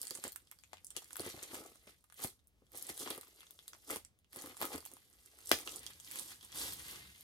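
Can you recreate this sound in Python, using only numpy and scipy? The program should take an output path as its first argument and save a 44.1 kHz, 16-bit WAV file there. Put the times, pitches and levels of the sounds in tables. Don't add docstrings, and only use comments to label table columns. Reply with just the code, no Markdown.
import sys
import numpy as np
from scipy import signal
from scipy.fft import rfft, irfft, next_fast_len
from scipy.io import wavfile

SR = 44100
rng = np.random.default_rng(int(sys.argv[2]) if len(sys.argv) > 2 else 0)


def materialize(psi):
    bounded = np.clip(np.atleast_2d(psi).T, -1, 1)
    quanta = np.round(bounded * 32767).astype(np.int16)
    wavfile.write(sys.argv[1], SR, quanta)


N = 319128
TIME = np.arange(N) / SR

# (time [s], crack level [dB], crack pitch [Hz], flap level [dB], flap pitch [Hz])
SNAPS = [(0.016, -29, 8500, -57, 4400), (0.03, -34, 12000, -44, 4460), (0.053, -42, 8500, -58, 3030),
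         (0.0615, -45, 8000, -63, 1410), (0.07, -34.5, 7900, -45.5, 4480), (0.08, -36, 9150, -57, 3630),
         (0.101, -40, 8140, -75, 4250), (0.108, -32, 8440, -36, 4670), (0.151, -34.5, 8600, -50.5, 2230),
         (0.154, -38, 8800, -52, 1500), (0.1736, -40, 8650, -51, 1100), (0.199, -48.5, 5200, -57, 4500),
         (0.239, -32.5, 8950, -36.5, 1400), (0.241, -36.5, 8060, -58, 1400), (0.27, -48, 5000, -44.5, 615),
         (0.2792, -33.5, 10000, -48, 1500), (0.321, -38.5, 12000, -52, 4300), (0.36, -38, 11600, -47, 1520),
         (0.363, -41, 8600, -51.5, 1480), (0.472, -58, 5170, -61.5, 3400),
         (0.5140, -39.5, 10300, -49.5, 2070), (0.522, -73, 7000, -53, 1220), (0.588, -55, 9200, -56, 4720),
         (0.637, -52, 6950, -54, 2400), (0.7319, -49, 8030, -42, 780), (0.7702, -59, 3900, -53, 2840),
         (0.782, -73, 4500, -54, 2330), (0.8459, -38.5, 9500, -79, 4000), (0.868, -39, 8750, -81, 4000),
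         (0.905, -38, 8250, -51, 3180), (0.913, -55, 7800, -61, 1400), (0.9654, -29.5, 7360, -39, 2880),
         (0.979, -47, 9500, -44, 3320), (1.021, -51, 5400, -51.5, 800), (1.0253, -51, 8200, -57, 1160),
         (1.044, -48, 9000, -59, 4300), (1.057, -60, 10000, -56, 2020), (1.107, -51, 10500, -48, 1580),
         (1.131, -35.5, 10750, -53, 810), (1.1569, -40, 11900, -42, 1550),
         (1.1673, -30.5, 12500, -44, 1340), (1.1957, -33, 11180, -36.5, 4380),
         (1.206, -33, 10300, -53, 3700), (1.218, -44, 9960, -59, 3020), (1.2628, -36, 9900, -52.5, 1400),
         (1.2734, -56, 9100, -42, 794), (1.3088, -40, 5890, -47, 3860), (1.323, -55, 5000, -51, 4000),
         (1.391, -49, 6500, -63, 620), (1.413, -52, 6500, -60, 620), (1.4285, -35.5, 8780, -57, 3840),
         (1.434, -34, 8240, -57, 3500), (1.519, -49, 9300, -53, 1500), (1.544, -38, 12000, -40.5, 750),
         (1.547, -40, 8300, -50, 2100), (1.563, -50, 9600, -64, 1200), (1.641, -62, 5200, -54, 1200),
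         (1.662, -45, 8150, -69, 2000), (1.721, -59, 9740, -66, 696), (1.757, -56, 9580, -60, 1180),
         (1.875, -68, 4600, -52.5, 2380), (2.009, -67, 10000, -78, 4100), (2.041, -56, 10600, -61, 1200),
         (2.1, -59, 9100, -56, 1360), (2.124, -51, 10400, -55, 1500), (2.1425, -49.5, 10700, -61, 3250),
         (2.194, -67, 8000, -47, 1226), (2.202, -45, 9800, -47, 1900), (2.2204, -39, 12000, -48, 1400),
         (2.238, -33, 12000, -45, 4330), (2.2407, -28, 10600, -45.5, 800), (2.2456, -32, 12400, -37.5, 785),
         (2.25, -41, 8900, -43, 2100), (2.273, -37.5, 11000, -48.5, 4300), (2.3027, -51, 9630, -58, 3390),
         (2.3925, -67, 4670, -66, 3730), (2.441, -73, 8970, -87.5, 4000), (2.472, -54, 12000, -84, 3620),
         (2.667, -66, 8000, -67.5, 3400), (2.719, -49, 12720, -62, 2020), (2.7323, -52, 10800, -72, 3800),
         (2.747, -57, 5470, -48.5, 700), (2.753, -42.5, 9400, -60, 3280), (2.774, -33.5, 13000, -70, 4310),
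         (2.825, -33.5, 12000, -63, 3990), (2.845, -48, 10500, -61, 4000),
         (2.868, -37.5, 9500, -55.5, 3760), (2.8919, -32.5, 11600, -43, 1000), (2.9, -41, 8920, -43, 2100),
         (2.946, -46, 13200, -66, 3830), (2.964, -45, 10000, -57, 3800), (2.972, -42, 10000, -58, 4260),
         (2.977, -35, 10800, -46, 3800), (2.994, -39, 10000, -51, 3500), (3.0132, -51, 9600, -47, 1190),
         (3.02, -48, 10000, -50, 1400), (3.03, -46, 6660, -51, 3400), (3.0623, -52, 9960, -44, 780),
         (3.075, -48, 8900, -35.5, 1110), (3.1033, -29, 11400, -39.5, 2350),
         (3.106, -42, 11600, -34.5, 3640), (3.1111, -39, 9900, -41, 1240), (3.16, -44.5, 10570, -57, 2400),
         (3.1779, -38, 9700, -45, 910), (3.2116, -40, 9700, -52, 3980), (3.232, -64, 9400, -52, 1200),
         (3.248, -52, 10300, -68, 3500), (3.271, -69, 7500, -58, 1190), (3.2807, -50, 13300, -71, 1000),
         (3.406, -50, 10000, -51.5, 3220), (3.431, -66, 6130, -54, 1210), (3.468, -54.5, 7000, -54, 3400),
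         (3.508, -44, 12000, -57, 3470), (3.59, -64, 4500, -46, 3370), (3.6798, -36, 9500, -45.5, 3780),
         (3.733, -47.5, 4240, -45, 1495), (3.749, -66, 5000, -53, 900), (3.9057, -31, 10000, -37.5, 2100),
         (3.96, -30.5, 10300, -37, 802), (4.0492, -42.5, 7420, -57, 2100), (4.189, -63, 11000, -76, 3360),
         (4.245, -75, 7800, -66, 2900), (4.326, -53, 9300, -56, 4500), (4.3306, -43.5, 11700, -50, 1930),
         (4.361, -36, 11000, -49, 1000), (4.389, -41.5, 6570, -47, 4300), (4.413, -41, 7540, -54, 900),
         (4.4214, -39.5, 10400, -57, 1200), (4.439, -46, 10600, -59, 4500), (4.46, -38.5, 12300, -46, 1420),
         (4.471, -47, 13500, -50, 1300), (4.524, -70, 5000, -54, 1200), (4.545, -64, 11900, -53, 1200),
         (4.569, -41, 8700, -48, 1090), (4.575, -45, 9400, -53, 2070), (4.605, -40, 12900, -52, 1100),
         (4.6152, -28, 12700, -31, 1000), (4.624, -35, 8580, -32.5, 780), (4.629, -32, 12400, -33, 1250),
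         (4.653, -32.5, 12200, -40.5, 1000), (4.759, -36, 10400, -42.5, 1230), (4.779, -46, 5070, -53, 620),
         (4.782, -39.5, 12460, -51, 1198), (4.805, -47, 9700, -52, 4370), (4.826, -58, 13000, -54, 1000),
         (4.8527, -38, 10600, -49.5, 2790), (4.8614, -36, 12700, -49, 790), (4.873, -52.5, 7800, -52, 4370),
         (4.916, -48, 10430, -56, 800), (4.9369, -41, 9900, -61, 2100), (4.968, -51, 9360, -51, 1000),
         (5.129, -56, 8600, -71, 1190), (5.26, -49.5, 8520, -67, 1510), (5.388, -48, 8750, -57.5, 1414),
         (5.459, -41, 11400, -60, 4500), (5.472, -35.5, 9100, -73, 4400), (5.493, -31.5, 11300, -60, 3950),
         (5.525, -43, 6000, -41, 1210), (5.542, -35, 5500, -49, 3340), (5.588, -39, 13400, -46, 2200),
         (5.6747, -36.5, 6700, -33, 2800), (5.693, -37, 6100, -44, 3430), (5.74, -48, 6000, -46, 3340),
         (5.76, -33.5, 9000, -58, 3300), (5.782, -55, 5040, -51, 4180), (5.793, -40.5, 8500, -66, 4300),
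         (5.832, -47, 9100, -53, 3400), (5.865, -38, 5240, -42.5, 3270), (5.934, -51, 5200, -53, 4600),
         (6, -43, 8280, -53.5, 3320), (6.0468, -45, 6200, -74.5, 4020), (6.085, -46, 13400, -66, 4500),
         (6.105, -45, 6300, -49, 2320), (6.113, -38.5, 9600, -47, 2190), (6.119, -37, 12000, -47.5, 2320),
         (6.138, -55, 10000, -55, 3470), (6.158, -33.5, 11000, -41, 2370), (6.188, -33.5, 9600, -40, 3630),
         (6.196, -35, 9300, -52, 4400), (6.319, -50.5, 5920, -47, 1400), (6.329, -50, 5000, -46.5, 4050),
         (6.41, -54, 6000, -50.5, 3320), (6.429, -47, 10900, -49, 3600), (6.449, -41.5, 10700, -76, 3980),
         (6.5197, -43.5, 7200, -62, 3380), (6.5257, -52.5, 6000, -45.5, 3330),
         (6.574, -37.5, 9410, -52, 3400), (6.586, -35, 9400, -51, 3600), (6.615, -40.5, 4990, -36, 4180),
         (6.723, -38, 10000, -43, 4300), (6.734, -34, 12550, -49, 3800), (6.795, -41, 6800, -51, 4090),
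         (6.912, -39, 10400, -63, 3734), (6.959, -44, 5900, -47, 3030), (7.161, -54, 9600, -56, 3280),
         (7.2087, -43, 13000, -56, 3970)]


def from_db(db):
    return 10 ** (np.asarray(db) / 20)


def rms_one(x):
    return x / np.sqrt(np.mean(x ** 2) + 1e-20)


def energy_one(x):
    return x / np.sqrt(np.sum(x ** 2) + 1e-20)


def at_level(sound, db):
    return energy_one(sound) * from_db(db) * np.sqrt(SR / 500)


def over_time(points):
    return np.interp(TIME, *np.transpose(points))


def at_hz(points, hz):
    f, value = np.transpose(points)
    return np.interp(np.log(np.maximum(hz, 1)), np.log(f), value)


def drift(rate):
    return np.interp(TIME * rate, np.arange(8000), rng.standard_normal(8000))


def colour(x, spectrum):
    size = 4096
    gain = from_db(at_hz(spectrum, np.fft.rfftfreq(size, 1 / SR)))
    cepstrum = irfft(np.log(gain))
    cepstrum[1:size // 2] *= 2
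    cepstrum[size // 2 + 1:] = 0
    response = irfft(np.exp(rfft(cepstrum)))
    return signal.oaconvolve(x, response)[:len(x)]


def highpass(x, order, hz):
    return signal.sosfilt(signal.butter(order, hz, "high", fs=SR, output="sos"), x)


def resonance(x, hz, width_hz):
    r = np.exp(-np.pi * width_hz / SR)
    w = 2 * np.pi * min(hz, SR / 2) / SR
    return signal.lfilter(np.array([1, 0, -1]) * (1 - r * r) / 2, [1, -2 * r * np.cos(w), r * r], x + 1e-18)


def add(out, s, sound):
    i = max(round(s * SR), 0)
    out[..., i:i + sound.shape[-1]] += sound[..., :max(N - i, 0)]


def panned(sound, left_db):
    return sound * from_db(np.array([[left_db], [-left_db]]) / 2)


def click(spread_s, size=1024):
    bins = np.arange(size // 2 + 1)
    delay = spread_s * np.interp(bins / 20, np.arange(size), rng.random(size) ** 2) + 12 / SR
    return irfft(np.exp(-2j * np.pi * np.cumsum(delay) * SR / size))


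def burst(decay_s, size=1024):
    age = TIME[:size] / decay_s
    return rng.standard_normal(size) * age * np.exp(-age)


def slips(per_s, spread_db, clump_db):
    sizes = from_db(spread_db * np.minimum(rng.exponential(1, N), 4)) * rng.choice([-1, 1], N)
    born = rng.random(N) < per_s / SR
    clumps = from_db(clump_db * (drift(260) + .6 * drift(80)))
    return rms_one(born * sizes * clumps / np.sqrt(per_s))


def grains(clicks, pitches, ring_q):
    dealt = rng.integers(0, len(pitches), N)
    return sum(resonance(clicks * (dealt == k), hz, hz / ring_q) / np.sqrt(hz) for k, hz in enumerate(pitches))


def loose_share():
    # (time [s], loose share [0 to 1])
    freed = [(5.6, 0), (6.0, 1)]
    return over_time(freed)


def quiet_room():
    # (frequency [Hz], level [dB])
    tone_spectrum = [(20, -5), (40, 5), (55, 16), (85, 14), (160, 6), (400, -3.5), (1000, -13), (2200, -11),
                     (4500, -15.5), (8000, -20), (14000, -21)]
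    shared_level_db, waver_db = -76, 2
    shared, differing = [rms_one(colour(rng.standard_normal(N), tone_spectrum)) for _ in range(2)]
    air = shared + 0.45 * differing * np.array([[1], [-1]])
    return from_db(shared_level_db + waver_db * drift(6.2)) * air


def brushed_carpet():
    # (time [s], level [dB])
    strokes = [(5.45, -105), (5.7, -71.5), (6.15, -76), (6.45, -74.5), (6.65, -63.5), (6.9, -68),
               (7.05, -63.5), (7.24, -79)]
    # (frequency [Hz], level [dB])
    carpet_spectrum = [(30, -28), (60, 10.5), (90, 6), (170, 2), (300, -13), (800, -27), (4000, -38)]
    return from_db(over_time(strokes)) * rms_one(colour(rng.standard_normal(N), carpet_spectrum))


def room(x, low_cut_hz, apart, build_s):
    t60_s = 0.11
    late_db, late_t60_s = -21, 0.26
    t = TIME[:SR // 2]
    decay = from_db(-60 * t / t60_s) + from_db(late_db - 60 * t / late_t60_s)
    decay = decay * (1 - np.exp(-t / build_s))
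    shared, own = [energy_one(rng.standard_normal(len(t)) * decay) for _ in range(2)]
    differing = resonance(own, 3420, 5000) + 0.69 * own
    paths = highpass(shared + apart * differing * np.array([[1], [-1]]), 1, low_cut_hz)
    mono = np.atleast_2d(x).mean(0)[None]
    return signal.oaconvolve(mono, paths, axes=1)[:, :N]


def pulled(start, hold_s, grip_db_per_s, relax_db_per_s):
    before, after = np.maximum(start - TIME, 0), np.maximum(TIME - start - hold_s, 0)
    return -grip_db_per_s * before - relax_db_per_s * after


def hands():
    # (time [s], level [dB])
    strain = [(0, -51.5), (0.33, -66), (0.47, -72), (0.82, -73.5), (1.15, -59), (1.68, -59), (2.05, -79),
              (2.3, -77), (2.42, -102), (2.69, -78), (2.76, -49.5), (3.3, -63), (3.6, -66), (3.98, -61.5),
              (4.12, -109), (4.29, -101), (4.35, -60.5), (4.85, -59), (5.09, -68.5), (5.17, -65),
              (5.34, -62.5), (5.5, -54), (5.97, -60), (6.12, -51), (6.39, -62), (6.48, -59.5), (6.6, -60)]
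    # (time [s], crinkling level [dB], sliding level [dB], rubbing level [dB])
    shove_stroke = [(6.498, -67, -67, -75), (6.563, -43, -56, -51.5), (6.62, -37, -49.5, -50.5),
                    (6.68, -40.5, -50, -52), (6.755, -49.5, -60.5, -61.5), (6.87, -49.5, -56, -62.5),
                    (6.929, -47.5, -57, -55), (7.03, -58, -59, -69.5), (7.24, -62, -67.5, -79.5)]
    # (start [s], hold [s], crinkling of small creases [dB],
    # sliding of broad folds [dB], rubbing on box or carpet [dB])
    pulls = [(0.053, 0.14, -55.5, -62.5, -69.5), (0.24, 0.019, -48.5, -52.5, -63),
             (0.738, 0.0083, -70, -63, -75), (0.971, 0.006, -49.5, -57.5, -65),
             (1.191, 0.11, -49.5, -52.5, -57), (1.318, 0.068, -54.5, -57, -61.5),
             (1.417, 0.096, -54.5, -55.5, -61.5), (1.512, 0.079, -49.5, -58, -55.5),
             (1.594, 0.069, -59.5, -74, -60), (1.874, 0.028, -60.5, -61.5, -68.5),
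             (2.185, 0.027, -51.5, -57, -78), (2.228, 0.015, -43.5, -59, -52.5),
             (2.748, 0.022, -56, -59, -57.5), (2.815, 0.053, -55, -65, -65), (2.887, 0.01, -45, -56, -55.5),
             (3.003, 0.021, -42, -53, -50.5), (3.062, 0.078, -47.5, -52.5, -57.5),
             (3.144, 0.068, -67, -62, -73), (3.382, 0.042, -64, -60.5, -81),
             (3.902, 0.031, -43, -48.5, -51.5), (4.348, 0.16, -54, -61, -59),
             (4.611, 0.043, -44.5, -50, -47.5), (4.65, 0.058, -50, -64, -57),
             (4.725, 0.018, -44, -51, -48.5), (5.495, .02, -44.5, -54.5, -61),
             (5.53, 0.085, -49.5, -55.5, -59), (5.659, 0.11, -49, -64.5, -59),
             (5.809, 0.097, -55.5, -58, -65.5), (6.144, 0.072, -44.5, -61.5, -56.5),
             (6.251, 0.075, -49.5, -60, -62.5), (6.437, 0.014, -55.5, -69, -62.5)]
    strain_slide_db, strain_rub_db = -8.5, -14.5
    grip_db_per_s, relax_db_per_s = 495, 263
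    rub_grip_db_per_s, rub_relax_db_per_s = 731, 305

    strain_db = over_time(strain)
    s, *shove_levels = np.transpose(shove_stroke)
    offsets = (0, strain_slide_db, strain_rub_db)
    crinkle_db, slide_db, rub_db = [np.maximum(strain_db + offset, np.interp(TIME, s, level, left=-np.inf))
                                    for offset, level in zip(offsets, shove_levels)]
    for start, hold_s, creases, broad_folds, rubbing in pulls:
        film = pulled(start, hold_s, grip_db_per_s, relax_db_per_s)
        rub = pulled(start, hold_s, rub_grip_db_per_s, rub_relax_db_per_s)
        crinkle_db = np.maximum(crinkle_db, creases + film)
        slide_db = np.maximum(slide_db, broad_folds + film)
        rub_db = np.maximum(rub_db, rubbing + rub)
    return crinkle_db, slide_db, rub_db


def box(force):
    # (pitch [Hz], level [dB], time to fall by 60 dB [s])
    box_modes = [(80.5, -32, 0.19), (163, -16.5, 0.035), (192, -8.5, 0.026), (251, -1.5, 0.019),
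                 (296, -2.5, 0.028), (366, 1, 0.018), (461, 0, 0.016), (584, -3.5, 0.021),
                 (738, -2.5, 0.011), (853, -6.5, 0.021), (1000, -4.5, 0.0071), (1267, -3.5, 0.012),
                 (1640, -9, 0.0064), (2100, -8.5, 0.0095)]
    place_spread_db, grip_detune = 1.5, .04
    out = 0
    for k, (hz, db, t60) in enumerate(box_modes):
        place, grip = rng.standard_normal(2)
        r = from_db(-60 / (t60 * SR))
        w = 2 * np.pi * hz * (1 + grip_detune * grip) / SR
        mode = signal.lfilter([0, np.sin(w)], [1, -2 * r * np.cos(w), r * r], force + 1e-18)
        out = out + (-1) ** k * from_db(db + place_spread_db * place) * mode
    return out


def blow(contact_s, grit, size=6000):
    age = TIME[:size] / contact_s
    push = energy_one(age * np.exp(-age))
    return box(push + grit * energy_one(burst(0.00068, size=size)))


def handling(rub_db, knock_db, count=4):
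    # (time [s], level [dB], contact time [s])
    knocks = [(0.109, -48.5, 0.00013), (0.152, -58, 0.000064), (0.184, -55, 0.00028),
              (0.247, -42.5, 0.00018), (0.26, -53, 0.000073), (0.268, -48.5, 0.00017),
              (0.731, -73, 0.00013), (0.966, -48.5, 0.000032), (0.977, -64, 0.00017),
              (1.197, -38.5, 0.00034), (1.215, -65, 0.00036), (1.261, -42.5, 0.00019),
              (1.272, -44.5, 0.00044), (1.341, -47, 0.00066), (1.373, -54, 0.0016), (1.531, -46.5, 0.0002),
              (1.567, -55, 0.00041), (1.604, -52, 0.0004), (1.716, -60.5, 0.000086),
              (1.871, -56.5, 0.00018), (2.194, -54, 0.000077), (2.246, -38, 0.00042), (2.618, -63, 0.00017),
              (2.748, -58, 0.00025), (2.893, -45, 0.00048), (3.006, -53, 0.00084), (3.023, -48, 0.00011),
              (3.061, -45.5, 0.000062), (3.072, -49, .0001), (3.105, -42.5, 0.000041),
              (3.178, -48.5, 0.000069), (3.28, -66.5, 0.00015), (3.742, -65, 0.00012), (3.904, -53, 0.0007),
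              (3.921, -47, 0.0003), (3.958, -46.5, 0.00037), (4.366, -51.5, 0.00062),
              (4.468, -53.5, 0.00033), (4.625, -39.5, 0.00007), (4.651, -56, 0.0001), (4.728, -54, 0.00045),
              (4.743, -38, 0.00059), (4.778, -53.5, 0.000092), (4.928, -59.5, 0.00084),
              (5.517, -38, 0.00093), (5.53, -44, .0003)]
    # (frequency [Hz], level [dB per Hz])
    swish_spectrum = [(60, -22), (150, -1.5), (300, 1.5), (600, -6), (1000, -2.5), (2000, -6.5),
                      (3500, -3.5), (7000, -13.5)]
    on_box = 1 - loose_share()
    judder = rms_one(sum(box(slips(220, spread_db=0.5, clump_db=6.0)) for _ in range(count)))
    swish = rms_one(colour(slips(3000, spread_db=2.0, clump_db=0.0), swish_spectrum))
    out = from_db(rub_db) * (np.sqrt(on_box) * judder + np.sqrt(1 - on_box) * swish)
    for s, db, contact_s in knocks:
        add(out, s + 0.0011, at_level(blow(contact_s, grit=0.43), db + knock_db))
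    return highpass(out, 2, 62)


def folds(level_db, spread_db, per_s, ring_q):
    # (frequency [Hz], level [dB per Hz])
    fold_spectrum = [(300, 4.5), (700, -6.5), (1200, -5.5), (2000, 6.5), (2700, 2.5), (3400, 2),
                     (4500, 1.5), (8000, -26)]
    loose = loose_share()
    rate = per_s * from_db(.25 * (level_db + 72.5))
    clicks = slips(rate, spread_db, clump_db=4.5 - 1.5 * loose) * from_db(2 * loose)
    rings = grains(clicks, np.linspace(600, 5000, num=12), ring_q)
    return from_db(level_db) * rms_one(colour(rings, fold_spectrum))


def crinkle(level_db, per_s, ring_q):
    # (frequency [Hz], level [dB per Hz])
    crinkle_spectrum = [(1500, -38), (3000, 2.5), (4300, 4), (6500, 7), (8600, 9), (10500, 11), (13300, 13),
                        (15500, -5.5)]
    effort = np.clip((level_db + 75) / 25, 0, 1)
    loose = loose_share()
    rate = per_s * (1 + effort) * (1 + 1.5 * loose)
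    clicks = slips(rate, spread_db=2.5 + 2 * effort, clump_db=2.5 - 1.2 * loose)
    evened = clicks * from_db(-4.5 * effort)
    rings = grains(evened, np.geomspace(3000, 15000, num=12), ring_q)
    return from_db(level_db) * rms_one(colour(rings, crinkle_spectrum))


def small_snaps(crinkle_db, count=700):
    worked_db = -55
    snaps_per_s, rate_follows = 24, 0.58
    base_crack_db, base_flap_db, level_follows, spread_db = -52.5, -66.5, 0.85, 2
    crack_range_hz, flap_range_hz = (7950, 12000), (880, 4600)

    when, chance, crack_pitch, flap_pitch = rng.random((count, 4)).T
    crack_size, flap_size = spread_db * rng.standard_normal((count, 2)).T
    effort_db = crinkle_db[(when * (N - 1)).astype(int)] - worked_db
    rows = np.transpose([when * N / SR,
                         base_crack_db + level_follows * effort_db + crack_size,
                         np.interp(crack_pitch, [0, 1], crack_range_hz),
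                         base_flap_db + level_follows * effort_db + flap_size,
                         np.interp(flap_pitch, [0, 1], flap_range_hz)])
    expected = snaps_per_s * from_db(rate_follows * effort_db) * N / SR
    return rows[chance < expected / count]


def after_snaps():
    share, loss_db, delay_range_s = .45, 7, (.002, 0.0097)
    s, crack_db, crack_hz, flap_db, flap_hz = np.transpose(SNAPS)
    chance, delay = rng.random((len(s), 2)).T
    later = s + np.interp(delay, [0, 1], delay_range_s)
    rows = np.transpose([later, crack_db - loss_db, crack_hz, flap_db - loss_db, flap_hz])
    return rows[chance < share]


def snaps(creases, crack_db, flap_db, flap_s, crack_width_hz, flap_width_hz, ragged, ragged_s, thin_share,
          board_ring):
    pan_db, pan_spread_db = 1, 6.5
    crack_s = .0013
    out = np.zeros((2, N))
    for s, crack_level, crack_hz, flap_level, flap_hz in creases:
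        slip = click(crack_s) + ragged * energy_one(burst(ragged_s))
        low_cut_hz = np.clip(thin_share * crack_hz, 2500, 5500)
        crack = highpass(resonance(slip, crack_hz, crack_width_hz), 3, low_cut_hz)
        slap = click(flap_s)
        flap = resonance(slap, flap_hz, flap_width_hz) + 0.25 * resonance(slap, 1560, 1700)
        flap += 0.033 * resonance(slap, 2.1 * flap_hz, flap_hz)
        flap += board_ring * resonance(slap, 3310, 87)
        sound = at_level(crack, crack_level + crack_db) + at_level(flap, flap_level + flap_db)
        add(out, s - crack_s / 4, panned(sound, pan_db + pan_spread_db * rng.standard_normal()))
    return out


def pop(crack_s, thump_hz, thump_width_hz, flutter_t60_s, pan_db):
    # (time [s], crack level [dB], thump level [dB],
    # ring of the stiff board [dB], flutter of the slack film [dB])
    releases = [(5.5147, -17, -22, -31.5, -27)]
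    # (frequency [Hz], level [dB])
    crack_spectrum = [(30, -60.5), (70, -6), (150, -28), (400, -7), (1200, 1.5), (1700, 4.5), (2300, 0.5),
                      (3300, 2), (4000, -5), (5000, -1), (7000, -9.5), (10500, -6), (15500, -8.5)]
    # (pitch [Hz], level [dB], time to fall by 60 dB [s])
    board_modes = [(379, -3, .15), (809, -3, .09), (1210, 0, .09), (1659, -4, .1), (1795, -4, .08),
                   (2346, -6, .16), (2589, -6, .16), (3344, 2, .1), (4238, -8, .16), (4778, -6, .13),
                   (4975, -6, .14), (5313, -7, .15)]
    # (frequency [Hz], level [dB])
    flutter_spectrum = [(200, -2), (450, 6), (1000, -12), (2000, -2), (5000, 2), (8000, -2.5),
                        (13000, -1.5), (16000, -12)]

    out, age = np.zeros((2, N)), TIME[:SR // 3]
    impulse = 1. * (age == 0)
    thump = resonance(resonance(impulse, thump_hz, thump_width_hz), thump_hz, 350)
    ring = sum((-1) ** k * np.sin(2 * np.pi * hz * age) * from_db(db - 60 * age / t60)
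               for k, (hz, db, t60) in enumerate(board_modes))
    flaps = slips(2600, spread_db=0.5, clump_db=1.0)[:len(age)]
    flutter = colour(flaps * from_db(-60 * age / flutter_t60_s), flutter_spectrum)
    for s, crack_db, thump_db, ring_db, flutter_db in releases:
        crack = at_level(colour(click(crack_s), crack_spectrum), crack_db)
        add(out, s, panned(crack, pan_db))
        answer = at_level(thump, thump_db) + at_level(ring, ring_db) + at_level(flutter, flutter_db)
        add(out, s + 0.000915, answer)
    return out


def scene():
    crinkle_db, slide_db, rub_db = hands()
    creases = [*SNAPS, *after_snaps(), *small_snaps(crinkle_db)]
    sources = [handling(rub_db - 0.5, knock_db=3.5),
               folds(slide_db - 4.0, spread_db=2.5, per_s=750, ring_q=1.74),
               crinkle(crinkle_db - 5.5, per_s=2300, ring_q=1.94),
               snaps(creases, crack_db=-6.5, flap_db=-4.5, flap_s=0.001532, crack_width_hz=3900,
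                     flap_width_hz=430, ragged=2.6, ragged_s=0.00045, thin_share=0.56, board_ring=0.36),
               pop(crack_s=0.00174, thump_hz=368, thump_width_hz=220, flutter_t60_s=0.22, pan_db=4.5)]
    spot = drift(5)
    echoes = sum(room(x * share, low_cut_hz=290, apart=1.0, build_s=0.00023)
                 for x in sources for share in (np.cos(spot), np.sin(spot)))
    return quiet_room() + brushed_carpet() + from_db(-7) * echoes + sum(sources)


def record(dry):
    # (frequency [Hz], phase [radians])
    port_phase = [(20, 0), (500, .1), (1120, .6), (1640, 2.1), (2300, 3.1), (4200, 6), (6500, 7), (8000, 8),
                  (10000, 6.3), (11800, 3.1), (13000, .3), (14000, -1), (15000, -3), (16400, -3.8)]
    # (frequency [Hz], level [dB])
    port_balance = [(150, 1), (350, 0), (700, 5), (1500, 1.5), (3000, 0), (5000, -1), (7000, -1),
                    (8600, -7.5), (10500, 0), (15000, -1)]
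    cutoff_hz = 16000
    size = next_fast_len(N + 4096)
    hz = np.fft.rfftfreq(size, 1 / SR)
    half = from_db(at_hz(port_balance, hz) / 2) * np.exp(.5j * at_hz(port_phase, hz))
    heard = irfft(rfft(dry, size) * np.array([half, 1 / half]), size)[:, :N]
    return signal.sosfilt(signal.ellip(10, .1, 80, cutoff_hz, fs=SR, output="sos"), heard)


dry = scene()
out = record(dry)
materialize(out)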